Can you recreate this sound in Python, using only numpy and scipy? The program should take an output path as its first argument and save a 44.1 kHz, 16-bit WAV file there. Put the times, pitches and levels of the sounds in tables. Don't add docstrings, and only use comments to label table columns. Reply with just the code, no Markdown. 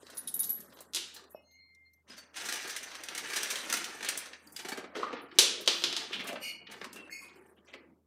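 import sys
import numpy as np
from scipy import signal
from scipy.fft import rfft, irfft
from scipy.io import wavfile
from scipy.ndimage import uniform_filter1d

SR = 44100
rng = np.random.default_rng(int(sys.argv[2]) if len(sys.argv) > 2 else 0)


def field_ratio(decibels):
    return 10 ** (np.asarray(decibels, dtype=float) / 20)


def inscribe(sig):
    pcm = np.round(np.clip(np.atleast_2d(sig).T, -1, 1) * 32767)
    wavfile.write(sys.argv[1], SR, pcm.astype(np.int16))


N = 355705


def evened(x):
    return x / np.sqrt(np.mean(x ** 2) + 1e-20)


def read(points, hz):
    f, value = np.transpose(points)
    return np.interp(np.log(hz + 1), np.log(f + 1), value)


def follow(rows):
    s, *columns = np.transpose(rows)
    at = np.arange(max(round(s[0] * SR), 0), min(round(s[-1] * SR), N))
    return at, [np.interp(at / SR, s, c) for c in columns]


def add(mix, s, sound):
    part = mix[..., round(s * SR):][..., :sound.shape[-1]]
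    part += sound[..., :part.shape[-1]]


def causal(gain_db):
    log = np.log(field_ratio(np.maximum(gain_db, -100)))
    log = np.r_[log, log[-2:0:-1]]
    taps = np.fft.ifft(np.exp(np.conj(signal.hilbert(log)))).real[:1024]
    return taps / np.linalg.norm(taps)


def resonate(x, hz, width):
    turn = np.exp(2j * np.pi * np.cumsum(hz * np.ones(len(x))) / SR)
    r = np.exp(-np.pi * width / SR)
    return 2 * (turn * signal.lfilter([1 - r], [1, -r], x / turn + 1e-18)).real


def grit(per_s, spread_db, size):
    height = field_ratio(spread_db * np.minimum(rng.exponential(1, size), 3.0)) * rng.standard_normal(size)
    return evened(height * (rng.random(size) < per_s / SR))


SWELL_DB = 26


def gesture(s, rise, fall, db, hz=0, sag=(0, 0)):
    reach = 2.6
    early, late = reach * rise, reach * fall
    low_db = db - reach * SWELL_DB
    start = (s - early, low_db, max(hz + sag[0] * early, 100))
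    end = (s + late, low_db, max(hz - sag[1] * late, 100))
    return [start, (s, db, hz), end]


def tilt(hz, low_db, top_db):
    low = 1 / (1 + (hz / 1100) ** 3)
    top = 1 / (1 + (6500 / (hz + 1)) ** 5)
    return low * low_db + top * top_db


def knocks(events, spectrum, crumb, crumble, ring_db, lift_db, thud_lift_db, snap_lift_db):
    out, t, hz = np.zeros(N), np.arange(1600) / SR, np.fft.rfftfreq(2048, 1 / SR)
    size = (len(events), 1600)
    crumbs = rng.standard_normal(size) * field_ratio(3.06 * np.minimum(rng.exponential(1, size), 2))
    rings = 1500 * 5 ** rng.random((len(events), 2, 1))
    for (s, db, thud_db, snap_db, break_db), grains, ring_hz in zip(events, crumbs, rings):
        swell_s = (0.07 + 0.026 * max(-break_db, 0)) * crumble
        blow = crumb * grains * np.exp(-t / crumble) * (1 - np.exp(-t / swell_s))
        blow *= 1 + 0.9 * field_ratio(min(break_db, 12)) * np.exp(-t / 0.002)
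        blow[0] = field_ratio(min(break_db, 3))
        ring = ring_db * (1 / (1 + ((hz - ring_hz) / (0.038 * ring_hz)) ** 2)).sum(0)
        ends = tilt(hz, thud_db + thud_lift_db, snap_db + snap_lift_db)
        colour = causal(read(spectrum, hz) + ring + ends)
        add(out, s, field_ratio(db + lift_db) * signal.fftconvolve(blow, colour))
    return out


def pats(rows):
    out, t = np.zeros(N), np.arange(3000) / SR
    for s, db, hz, t60 in rows:
        onset = 1 - np.exp(-t / 0.00025)
        add(out, s, field_ratio(db + 8.5 - 60 * t / t60) * np.sin(2 * np.pi * hz * t) * onset)
    return out


def cavity(rows, width, clicks):
    at, (db, hz) = follow(rows)
    sound = resonate(resonate(clicks[at], hz, width), hz, 2 * width)
    return at[0] / SR, field_ratio(db) * evened(sound) * signal.windows.tukey(len(at), .05)


# f/Hz, level/dB
ROOM_TONE = [(25, -37), (60, -17.5), (130, -7.5), (400, -15), (1500, -11), (3000, -41.5), (16000, -32.5)]


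def air():
    hz = np.fft.rfftfreq(N, 1 / SR)
    hiss = evened(irfft(rfft(rng.standard_normal(N)) * field_ratio(read(ROOM_TONE, hz)), N))
    waver = 1 + .1 * evened(uniform_filter1d(rng.standard_normal(N), 3000))
    hum = np.sqrt(2) * field_ratio(-76) * waver * np.sin(2 * np.pi * 79.3 * np.arange(N) / SR)
    return field_ratio(-77) * hiss + hum


# peak t/s, rise t/s, fall t/s, level/dB
BODY_BUMPS = [(0.599, 2.7, 1, -57), (1.6, 0.42, 0.32, -78), (2.11, 0.077, 0.25, -57), (3.75, .4, 0.43, -60),
              (4.468, 0.096, 0.62, -61), (5.43, 0.2, 0.6, -53.5), (5.9, 0.39, 0.099, -48),
              (6.17, 0.12, 0.85, -47.5), (6.839, 0.23, 0.86, -52.5), (7.951, 1.08, 0.11, -62)]


def body():
    power = np.zeros(N)
    for row in BODY_BUMPS:
        at, (db, _) = follow(gesture(*row))
        add(power, at[0] / SR, field_ratio(2 * db))
    lumps = resonate(resonate(grit(540, 2.2, size=N), 165, 130), 240, 97)
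    return field_ratio(-4.5) * np.sqrt(power) * evened(lumps)


# peak t/s, rise t/s, fall t/s, effort level/dB, crispness level/dB
FUR_BRUSHES = [(0.01, 0.1, 0.63, -59.5, -2.5), (0.087, 0.0058, 0.39, -55, -9), (0.4, 0.2, 0.65, -57.5, 1.5),
               (0.801, 0.33, 0.14, -59, -11), (1.165, 0.031, 0.1, -52, -10),
               (1.319, 0.056, 0.031, -62, 2.5)]
# peak t/s, rise t/s, fall t/s, effort level/dB, crispness level/dB
BOWL_ROOTING = [
    (2.099, 0.038, 0.25, -50.5, -15),
    (2.369, 0.025, 0.75, -39.5, -8.5),
    (2.51, 0.17, 1, -42.5, -18.5),
    (3.17, 0.32, 0.56, -42.5, -36),
    (3.367, 0.24, 0.54, -35.5, -9),
    (3.732, 0.17, 0.29, -37.5, -12),
    (4.068, 0.03, 0.1, -33, -43),
    (4.19, 0.55, 0.15, -41.5, -15.5),
]
# peak t/s, rise t/s,
# fall t/s, effort level/dB, crispness level/dB
MOUTH_GRINDING = [(4.6, 0.29, 0.28, -54.5, 0), (4.78, 0.052, 0.064, -42, -54.5),
                  (4.954, 0.01, 0.18, -39.5, -19), (5.16, 0.22, 0.095, -42.5, -52),
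                  (5.39, 0.2, 1.4, -53.5, -11), (5.72, .05, 0.29, -56.5, 9), (5.96, .15, 0.4, -47, -15),
                  (6.134, 0.012, 0.14, -58, -26), (6.289, 0.12, 0.02, -40.5, -34),
                  (6.782, 0.14, 0.13, -62, 1), (6.702, 0.013, 0.18, -47.5, -24),
                  (6.97, 0.03, 0.12, -51, -34), (7.08, 0.05, 0.022, -54.5, -61),
                  (7.22, 0.013, 0.49, -58.5, -17), (7.234, 0.065, 0.048, -60.5, 11),
                  (7.36, .1, 0.15, -75, 7), (7.47, 0.3, 0.2, -73.5, 10), (7.03, 0.15, 0.29, -71, 6),
                  (7.7, 0.15, 0.25, -60, -11.5)]


def strokes(hz, t):
    power = 1e-14
    dip = np.exp(-(np.log((hz[:, None] + 1) / 2300) / 0.17) ** 2)
    stages = ((FUR_BRUSHES, -2.5, -7), (BOWL_ROOTING, -12.5, 0), (MOUTH_GRINDING, -3, 0))
    for rows, dull_db, dip_db in stages:
        for s, rise, fall, db, crisp_db in rows:
            fading = abs((t - s) / fall) ** 1.36
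            lost_db = SWELL_DB * np.where(t < s, (s - t) / rise, fading)
            shed_db = np.minimum(lost_db, 30)
            low_db = dull_db + 4 + 0.7309 * shed_db
            top_db = crisp_db + 4 + 0.3648 * shed_db
            colour_db = tilt(hz[:, None], low_db, top_db)
            power = power + field_ratio(2 * (db - np.minimum(lost_db, 150) + colour_db + dip_db * dip))
    return power


# f/Hz, level/dB
GRAIN_COLOUR = [(90, -52), (240, -2), (963, -8.5), (1790, -4), (2120, -6.5), (8510, -14), (15100, -24),
                (16500, -47.5)]


def rustle():
    hz, t, z = signal.stft(grit(7000, 2.2, size=N), SR, nperseg=256)
    shape_db = read(GRAIN_COLOUR, hz)
    shape_db = shape_db - 10 * np.log10(np.mean(field_ratio(2 * shape_db)))
    patches = uniform_filter1d(rng.standard_normal(z.shape), size=9, axis=0)
    patches = evened(uniform_filter1d(patches, size=6, axis=1))
    clumps = evened(uniform_filter1d(rng.standard_normal(len(t)), size=4))
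    gain_db = -3.0 + shape_db[:, None] + 2.6 * patches + 1.2 * clumps
    coarse = np.repeat(strokes(hz[::4], t), 4, axis=0)[:len(hz)]
    return signal.istft(z * field_ratio(gain_db) * np.sqrt(coarse), SR, nperseg=256)[1][:N]


# t/s, peak level/dB, f/Hz, t60/s
PAW_PATS = [
    (0.031, -46, 383, 0.017),
    (1.347, -40.5, 610, 0.021),
    (7.096, -44.5, 1750, 0.016),
]


def paws():
    return pats(PAW_PATS)


# f/Hz, level/dB
CLAW_COLOUR = [(90, -42), (260, 2), (1500, -11), (2600, -17.5), (4000, -8), (8500, -14), (15300, -19.5),
               (16500, -54)]
# t/s, peak level/dB, thud level/dB, snap level/dB, first break level/dB
CLAW_TICKS = [(0.067, -46.5, -46, -29, 4), (0.1007, -41, -36, -17, -1), (0.1715, -36.5, -73, -6, 6),
              (0.2743, -27, -68, -16, -27), (0.3405, -32.5, -60, 9, 0), (0.392, -33, -30.5, 4, 6),
              (0.4314, -33, -55.5, -6, 1.5), (0.44, -28.5, -56.5, 4, -2.5), (0.4937, -33.5, -33, 8, 2),
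              (0.605, -46, -46, -6, 2), (0.724, -45, -4, -47, -2.5), (0.7705, -46.5, 3, -51, 9),
              (0.789, -47, -9, -29, 9), (0.8057, -39.5, 11, 4, 4.5), (1.141, -33, -46, -6, -18),
              (1.162, -35.5, -50, -23, -10), (1.2394, -56, -30, -20, 20), (1.508, -57, -35, -34, -3),
              (1.7481, -56, -50, -19, 7), (1.935, -57.5, -23, -8, 4.5)]


def ticks():
    return knocks(CLAW_TICKS, CLAW_COLOUR, crumb=0.19, crumble=0.0099, ring_db=4.0,
                  lift_db=4.0, thud_lift_db=1.5, snap_lift_db=13.5)


# t/s, peak level/dB, lower mode level/dB, deep modes level/dB
TAG_STRIKES = [(0.145, -47, 9, 11), (0.169, -42, 20, -8), (0.1775, -31, 11, 0), (0.2732, -31, 16, 15),
               (0.3402, -18.5, 7.5, -1.5), (0.393, -21, 13, -7), (0.4008, -22.5, 12.5, 5),
               (0.4317, -30.5, -2, 8), (0.44, -25, 12.5, 5), (0.4928, -16, 0, -13), (0.6005, -39.5, 8.5, 1),
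               (0.735, -51, -5, -3.5), (0.8094, -52, 3, -2.5), (1.075, -62, -5, -2), (1.306, -48.5, 5, -2),
               (1.42, -67.5, 12, 5), (1.513, -62, -3.5, 9), (1.932, -64, -9, -4.5),
               (5.215, -56.5, 11, -3.5)]
# f/Hz, level/dB, t60/s
TAG_MODES = [(11780, 1, 0.18), (10410, -6.5, 0.11), (15140, 2.5, .07), (8500, -22.5, 0.33),
             (3770, -16.5, 0.078)]


def tag():
    out, t = np.zeros(N), np.arange(9000) / SR
    turns = rng.random((len(TAG_STRIKES), 11))
    rattle = 1 + 0.31 * evened(uniform_filter1d(rng.standard_normal(N), size=150))
    for (s, db, lower_db, deep_db), turn in zip(TAG_STRIKES, turns):
        top_db = -0.33 * max(db + 49.5, 0)
        own_levels = (0, lower_db, top_db, deep_db, deep_db)
        for k, ((hz, mode_db, t60), own_db) in enumerate(zip(TAG_MODES, own_levels)):
            hz = hz * (1 + 0.0047 * (turn[10] - .5))
            pair = np.sin(2 * np.pi * (hz * t + turn[k]))
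            pair = pair + 0.26 * np.sin(2 * np.pi * (hz * 1.007 * t + turn[5 + k]))
            decay = field_ratio(db - 9.5 + mode_db + own_db - 60 * t / t60)
            add(out, s, decay * pair * (1 - np.exp(-t / 0.0019)))
    return out * rattle


# f/Hz, level/dB
TILE_COLOUR = [(100, -60.5), (350, -12), (794, -19.5), (2200, -12.5), (3300, -0.5), (5800, -3),
               (12500, -14.5), (16800, -41)]
# t/s, peak level/dB, thud and snap level/dB re peak, first break level/dB
TILE_DROPS = [(0.9355, -28.5, -28, -6.5, -1), (0.9478, -21.5, -21, 1, 3.5), (0.9601, -21.5, -19, -0.5, 0.5),
              (0.9686, -26, -24, -47, 8), (5.3872, -3, -18.5, -3, 2.5), (5.661, -27, -24.5, -10.5, -4),
              (5.6766, -9.5, -17, -18, 2.5), (5.683, -20, -21, -33, -11), (5.8221, -28, -7, -16, 1),
              (5.8391, -13, -20.5, -20.5, 1.5), (5.844, -22, -22, -22, -4), (5.9276, -17.5, -17, -20, -3),
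              (5.966, -20, -31, -15, 2), (5.9715, -32, -11, -12, -13)]


def drops():
    return knocks(TILE_DROPS, TILE_COLOUR, crumb=0.014, crumble=0.0019, ring_db=0.5,
                  lift_db=10.0, thud_lift_db=25.0, snap_lift_db=5)


# t/s, level/dB of partials 1, 2 and 3
WHINE_PARTIALS = [(1.33, -70, -100, -105), (1.46, -79.5, -70, -77), (1.5, -71.5, -71, -73),
                  (1.56, -63.5, -66.5, -69.5), (1.65, -68, -64.5, -100), (1.74, -65, -75, -87.5),
                  (1.82, -62.5, -92.5, -105), (1.865, -64.5, -67, -105), (2.055, -76, -108, -105)]
# t/s, f/Hz, level/dB
SIDE_WHISTLES = [
    [(1.48, 2220, -115), (1.566, 2200, -67.5), (1.75, 2240, -76.5)],
    [(1.32, 2590, -77), (1.394, 2560, -65), (1.5, 2630, -101)],
    [(1.35, 2880, -71), (1.51, 2860, -78), (1.6, 2870, -74.5), (1.63, 2870, -89.5)],
    [(1.34, 5380, -69), (1.45, 5430, -81.5), (1.52, 5400, -82)],
]


def whine():
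    out = np.zeros(N)
    for rows in (np.insert(WHINE_PARTIALS, 1, 2107, axis=1), *SIDE_WHISTLES):
        at, (hz, *levels) = follow(rows)
        wander_hz = 3.8 * evened(uniform_filter1d(rng.standard_normal(len(at)), 600))
        turns = np.cumsum(hz + wander_hz) / SR
        flutter = field_ratio(1.4 * evened(uniform_filter1d(rng.standard_normal(len(at)), size=900)))
        sound = np.zeros(len(at))
        for k, db in zip((1, 2, 3.04), levels):
            sound += np.sqrt(2) * field_ratio(db) * np.sin(2 * np.pi * k * turns)
        add(out, at[0] / SR, flutter * sound * signal.windows.tukey(len(at), .15))
    return out


# t/s, peak level/dB, thud level/dB, snap level/dB, first break level/dB
BOWL_CLACKS = [(2.0788, -54, -7, -19, 5), (2.0989, -42.5, -0.5, -15, 1.5), (2.1698, -46, -7.5, -15, 2),
               (2.179, -34.5, -7, -11, -4), (2.3424, -38.5, -23, -35, 2), (2.357, -21, -30, -23, -26),
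               (2.377, -35.5, -40, -23, 7), (2.4502, -21, -9, -13, -19), (2.4867, -19, -15, -20.5, -2),
               (2.524, -24.5, -13.5, -14.5, 18), (2.5364, -25.5, -11, -13, 2),
               (2.5569, -27, -16, -17.5, 3.5), (2.676, -31, -3, -10, 12), (2.6926, -20.5, -53, -18, -14),
               (2.7633, -25, -40, -17, 10), (2.831, -31.5, -20, -16, 3), (2.9158, -34, -16, -33, 9),
               (2.9524, -32.5, -15, -22, 13), (3.035, -31, -20, -11, 8.5), (3.0857, -28, -15, -23, 21),
               (3.1493, -26.5, -31, -17.5, 6), (3.1775, -22, -18.5, -14.5, 5),
               (3.2999, -27, -10.5, -16, -2), (3.335, -24, -16.5, -19, 7), (3.3598, -14, -18, -15, -4),
               (3.431, -22.5, -20.5, -13, 12), (3.5031, -16, -32.5, -15.5, -4.5),
               (3.556, -21.5, -22, -23, 1), (3.586, -33, -36, -19, 10), (3.6989, -23, -10.5, -16, 17),
               (3.7259, -19.5, -14, -9.5, 12), (3.7387, -18, -14, -17, 17), (3.769, -22.5, -14.5, -13, 6.5),
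               (3.8421, -25, -35, -19, 6.5), (3.927, -34, -23, -23, -6), (4.0066, -32.5, -11, -28, 16),
               (4.0274, -25.5, -12, -21, 2), (4.0468, -24.5, -16, -19, 8.5),
               (4.0876, -18.5, -29, -14.5, 12)]
# t/s, peak level/dB, thud level/dB,
# snap level/dB, first break level/dB
LAST_CLACKS_AND_BITES = [(4.1746, -27.5, -21, 5, 9), (4.257, -37.5, -21, -21, 0), (4.332, -37.5, -29, -35, 3.5),
                         (4.4703, -52.5, -15, 1, 12), (4.523, -45, -16, 10, 5), (4.563, -32, -31, -13.5, 2),
                         (4.59, -28.5, -12.5, -22, -4), (4.6481, -27.5, -3, -23, -2.5),
                         (4.6852, -26.5, -8, -13.5, -2.5), (4.7191, -27, 0, -19, 2), (4.7734, -29, 3, -17.5, -0.5),
                         (4.842, -34.5, 7, -33.5, 6), (4.955, -31, 8, -30.5, -2.5), (5.0279, -27, 0, -41.5, -2),
                         (5.1281, -25.5, 8.5, -34.5, -0.5), (5.3139, -41, -19.5, -53, 0), (5.6095, -38.5, 3, 16, 2),
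                         (6.1286, -22.5, -22, -41, -4.5), (6.193, -29, -32, -53, -3.5), (6.24, -44.5, -22, 7, -1),
                         (6.27, -28.5, -33, -5.5, -7.5), (6.282, -34, -6, -13.5, -8), (6.3291, -34.5, 8, -14, 11),
                         (6.357, -29.5, -3.5, -65, 4), (6.669, -37.5, -39, -66, 3.5), (6.7126, -36, -18, -12, -6),
                         (6.8139, -33, -2.5, -39, 11), (6.843, -32.5, -4.5, -23, 7), (6.929, -39, -45, -8, 0),
                         (6.9598, -38.5, -6, -13, 3), (7.645, -54, -21.5, -12, -7.5), (7.737, -36.5, 1.5, -27, -7.5)]


def kibble():
    clacks = [(s, db - 4, *rest) for s, db, *rest in BOWL_CLACKS]
    return knocks(clacks + LAST_CLACKS_AND_BITES, GRAIN_COLOUR, crumb=0.2, crumble=0.015, ring_db=1.0,
                  lift_db=1.5, thud_lift_db=6.0, snap_lift_db=17.0)


# f/Hz, width f/Hz, level/dB
BOWL_MODES = [(1725, 200, -2), (4700, 41, -9), (5100, 64, 0.5), (5740, 86, 10), (6150, 390, 10),
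              (8900, 660, 8)]


def bowl(x):
    at, (inside,) = follow([(2.0, 0), (2.05, 1), (4.36, 1), (4.45, 0), (4.6, 0)])
    out = x.copy()
    for hz, width, db in BOWL_MODES:
        add(out, at[0] / SR, field_ratio(db - 11.5) * resonate(x[at] * inside, hz, width))
    return out


# t/s, peak level/dB, f/Hz, t60/s
JAW_AND_BOWL_TAPS = [(2.104, -53, 5010, 0.075), (2.18, -55, 4550, 0.11), (4.474, -55.5, 4680, .03),
                     (4.653, -52.5, 335, .03), (4.69, -46, 777, 0.055), (4.724, -47.5, 309, 0.039),
                     (4.784, -45.5, 306, 0.041), (4.844, -50.5, 290, 0.038), (4.564, -45, 4860, .04),
                     (4.723, -45, 4465, .04), (4.722, -43.5, 2280, .04)]


def taps():
    return pats(JAW_AND_BOWL_TAPS)


# peak t/s, rise t/s, fall t/s, level/dB, cavity f/Hz
LOW_CAVITY = [(4.475, 0.033, 0.047, -60, 250), (4.712, 0.081, 0.35, -60, 353),
              (4.969, 0.023, 0.21, -38, 384), (5.133, 0.037, 0.084, -39, 490),
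              (5.413, 0.018, 0.19, -38.5, 482), (5.598, 0.52, 0.37, -48, 377),
              (7.001, 0.31, 0.21, -52.5, 336), (7.411, 0.37, 0.27, -61.5, 366),
              (7.761, 0.18, 0.32, -57, 367)]
# peak t/s, rise t/s, fall t/s, level/dB, cavity f/Hz
UPPER_CAVITY = [
    (4.704, 0.13, 0.25, -47.5, 783),
    (5.034, 0.0073, 0.03, -26, 1140),
    (6.322, 0.11, 0.18, -45, 650),
    (6.856, 0.025, 0.022, -39, 1083),
    (7.228, 0.038, 0.21, -57.5, 1090),
]


def chewing(grinding):
    out = np.zeros(N)
    for row in LOW_CAVITY:
        add(out, *cavity(gesture(*row, (-200, 230)), 97, grinding))
    for row in UPPER_CAVITY:
        add(out, *cavity(gesture(*row, (800, 460)), 130, grinding))
    return out


# peak t/s, rise t/s, fall t/s, level/dB, cavity f/Hz
OPEN_CHOMPS = [(6.133, 0.023, 0.14, -37, 3040), (6.201, .015, 0.074, -41.5, 2230),
               (6.285, 0.012, 0.064, -38.5, 2477), (7.585, 0.069, 0.047, -66, 2960),
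               (7.684, 0.014, 0.015, -53.5, 2350), (7.675, 0.037, 0.056, -69.5, 5700),
               (7.7, 0.011, 0.014, -52.5, 2475), (7.741, 0.012, 0.015, -41.5, 2300)]


def chomps():
    out, crumbs = np.zeros(N), grit(4000, 3.5, size=N)
    for row in OPEN_CHOMPS:
        add(out, *cavity(gesture(*row), 970, crumbs))
    return out


# t/s, level/dB
SNORT_BREATHS = [
    [(6.395, -68.5), (6.43, -38), (6.5, -34.5), (6.62, -65)],
    [(7.1, -56), (7.13, -44), (7.2, -46.5), (7.33, -60.5)],
]
# f/Hz, width f/Hz, level/dB, shift at the start f/Hz
NOSE_PASSAGES = [
    [(2200, 25.6, -6, 139), (2385, 41, -6.5, 46.5), (2887, 15, -2, 29.5), (3580, 200, -23, -0.5), (4366, 30, -8, 300), (4650, 30, -12, 600), (5740, 250, -12.5, 100), (6650, 380, -14.5, 500), (8730, 450, -10.5, -200), (11700, 140, -12, -100), (14400, 400, -14, 0)],
    [(2230, 71, -1, -100), (2476, 74, -3, 1), (4604, 12, -5.5, -200), (5130, 39, -10.5, -48), (5470, 45, -17.5, 3.5), (6830, 97, -5.5, -350), (7970, 71, -14, -300), (8940, 66, -17, -400), (10600, 78, -12, 0.5), (12900, 150, -12, 300), (14800, 200, -15, 0)],
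]
# glide t/s, hiss share, widening in Hz per Hz
NOSTRIL_FLARES = [
    (.06, 0.31, 0.018),
    (.09, 0.25, 0.0074),
]


def snorts():
    out = np.zeros(N)
    low_pass = signal.butter(10, 15900, fs=SR, output="sos")
    for rows, passages, (glide, hiss, widen) in zip(SNORT_BREATHS, NOSE_PASSAGES, NOSTRIL_FLARES):
        at, (db,) = follow(rows)
        breath, t = rng.standard_normal(len(at)), np.arange(len(at)) / SR
        spray = resonate(resonate(grit(6000, 2.0, size=len(at)), 11300, 3500), 11000, 3500)
        sound = hiss * spray * np.exp(-t / 0.16)
        for hz, width, g_db, shift in passages:
            path, wide = hz + shift * np.exp(-t / glide), width + widen * hz
            passage = evened(resonate(resonate(breath, path, wide), path, 2 * wide))
            sound = sound + field_ratio(g_db - 0.01 * hz * t) * passage
        sound = evened(signal.sosfilt(low_pass, sound))
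        add(out, at[0] / SR, field_ratio(db - 3.5) * sound * signal.windows.tukey(len(at), .1))
    return out


# t/s, level/dB, f/Hz
NOSTRIL_WHEEZE = [
    (6.94, -69, 2664),
    (6.97, -49.5, 2740),
    (7.11, -73, 2630),
]


def wheeze(grinding):
    out = np.zeros(N)
    add(out, *cavity(NOSTRIL_WHEEZE, 63, grinding))
    return out


# f/Hz, t60/s
ROOM_DECAY = [(200, 0.55), (530, 0.31), (1390, 0.73), (3680, 0.54), (9700, 0.35), (12500, 0.2),
              (15500, 0.19)]


def kitchen(x):
    size = SR * 3 // 4
    echoes = np.zeros((3, size))
    at = np.arange(60, size - 12, 12) + rng.integers(0, 12, (3, (size - 61) // 12))
    np.put_along_axis(echoes, at, rng.choice([-1., 1.], at.shape), 1)
    hz, t, z = signal.stft(echoes, SR, nperseg=128)
    near_walls = 1 + 1.8 * np.exp(-t / 0.0061)
    decay = field_ratio(-60 * t / read(ROOM_DECAY, hz)[:, None]) * near_walls
    tails = signal.istft(z * decay, SR, nperseg=128)[1]
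    turn = np.arange(N) / SR * 9 + np.arange(3)[:, None] * np.pi / 3
    fed = x * np.cos(turn) * np.sqrt(2 / 3)
    return signal.fftconvolve(fed, tails / np.linalg.norm(tails[0]), axes=1)[:, :N].sum(0)


def scene():
    grinding = grit(1200, 3.4, size=N)
    on_tiles = drops()
    muzzle = bowl(rustle() + kibble() + ticks()) + body() + chewing(grinding) + chomps()
    nose = tag() + paws() + taps() + snorts() + wheeze(grinding)
    wet = kitchen(field_ratio(4.0) * on_tiles + field_ratio(-5.5) * muzzle + field_ratio(-7.0) * nose)
    small = signal.butter(4, 120, "high", fs=SR, output="sos")
    return (signal.sosfilt(small, on_tiles + muzzle + nose + whine() + wet) + air())[None]


def band_limit(x):
    return signal.sosfilt(signal.butter(12, 16980, fs=SR, output="sos"), x)


# f/Hz, level/dB a bin
SUPPRESSOR = [(300, -100), (1500, -90.5), (3500, -86), (15000, -100)]


def record(dry):
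    x = signal.sosfilt(signal.butter(2, 70, "high", fs=SR, output="sos"), dry)
    hz, t, z = signal.stft(x, SR, nperseg=512, noverlap=384)
    power = uniform_filter1d(uniform_filter1d(abs(z) ** 2, size=7, axis=1), size=5, axis=2) + 1e-20
    keep = np.maximum(1 - field_ratio(2 * read(SUPPRESSOR, hz))[:, None] / power, .12)
    x = signal.istft(z * keep, SR, nperseg=512, noverlap=384)[1][:, :N]
    low_pass = signal.butter(12, 15800, fs=SR, output="sos")
    x = x + field_ratio(-89) * signal.sosfilt(low_pass, rng.standard_normal(x.shape))
    return band_limit(np.clip(x, -.94, .94))


dry = scene()
out = record(dry)
inscribe(out)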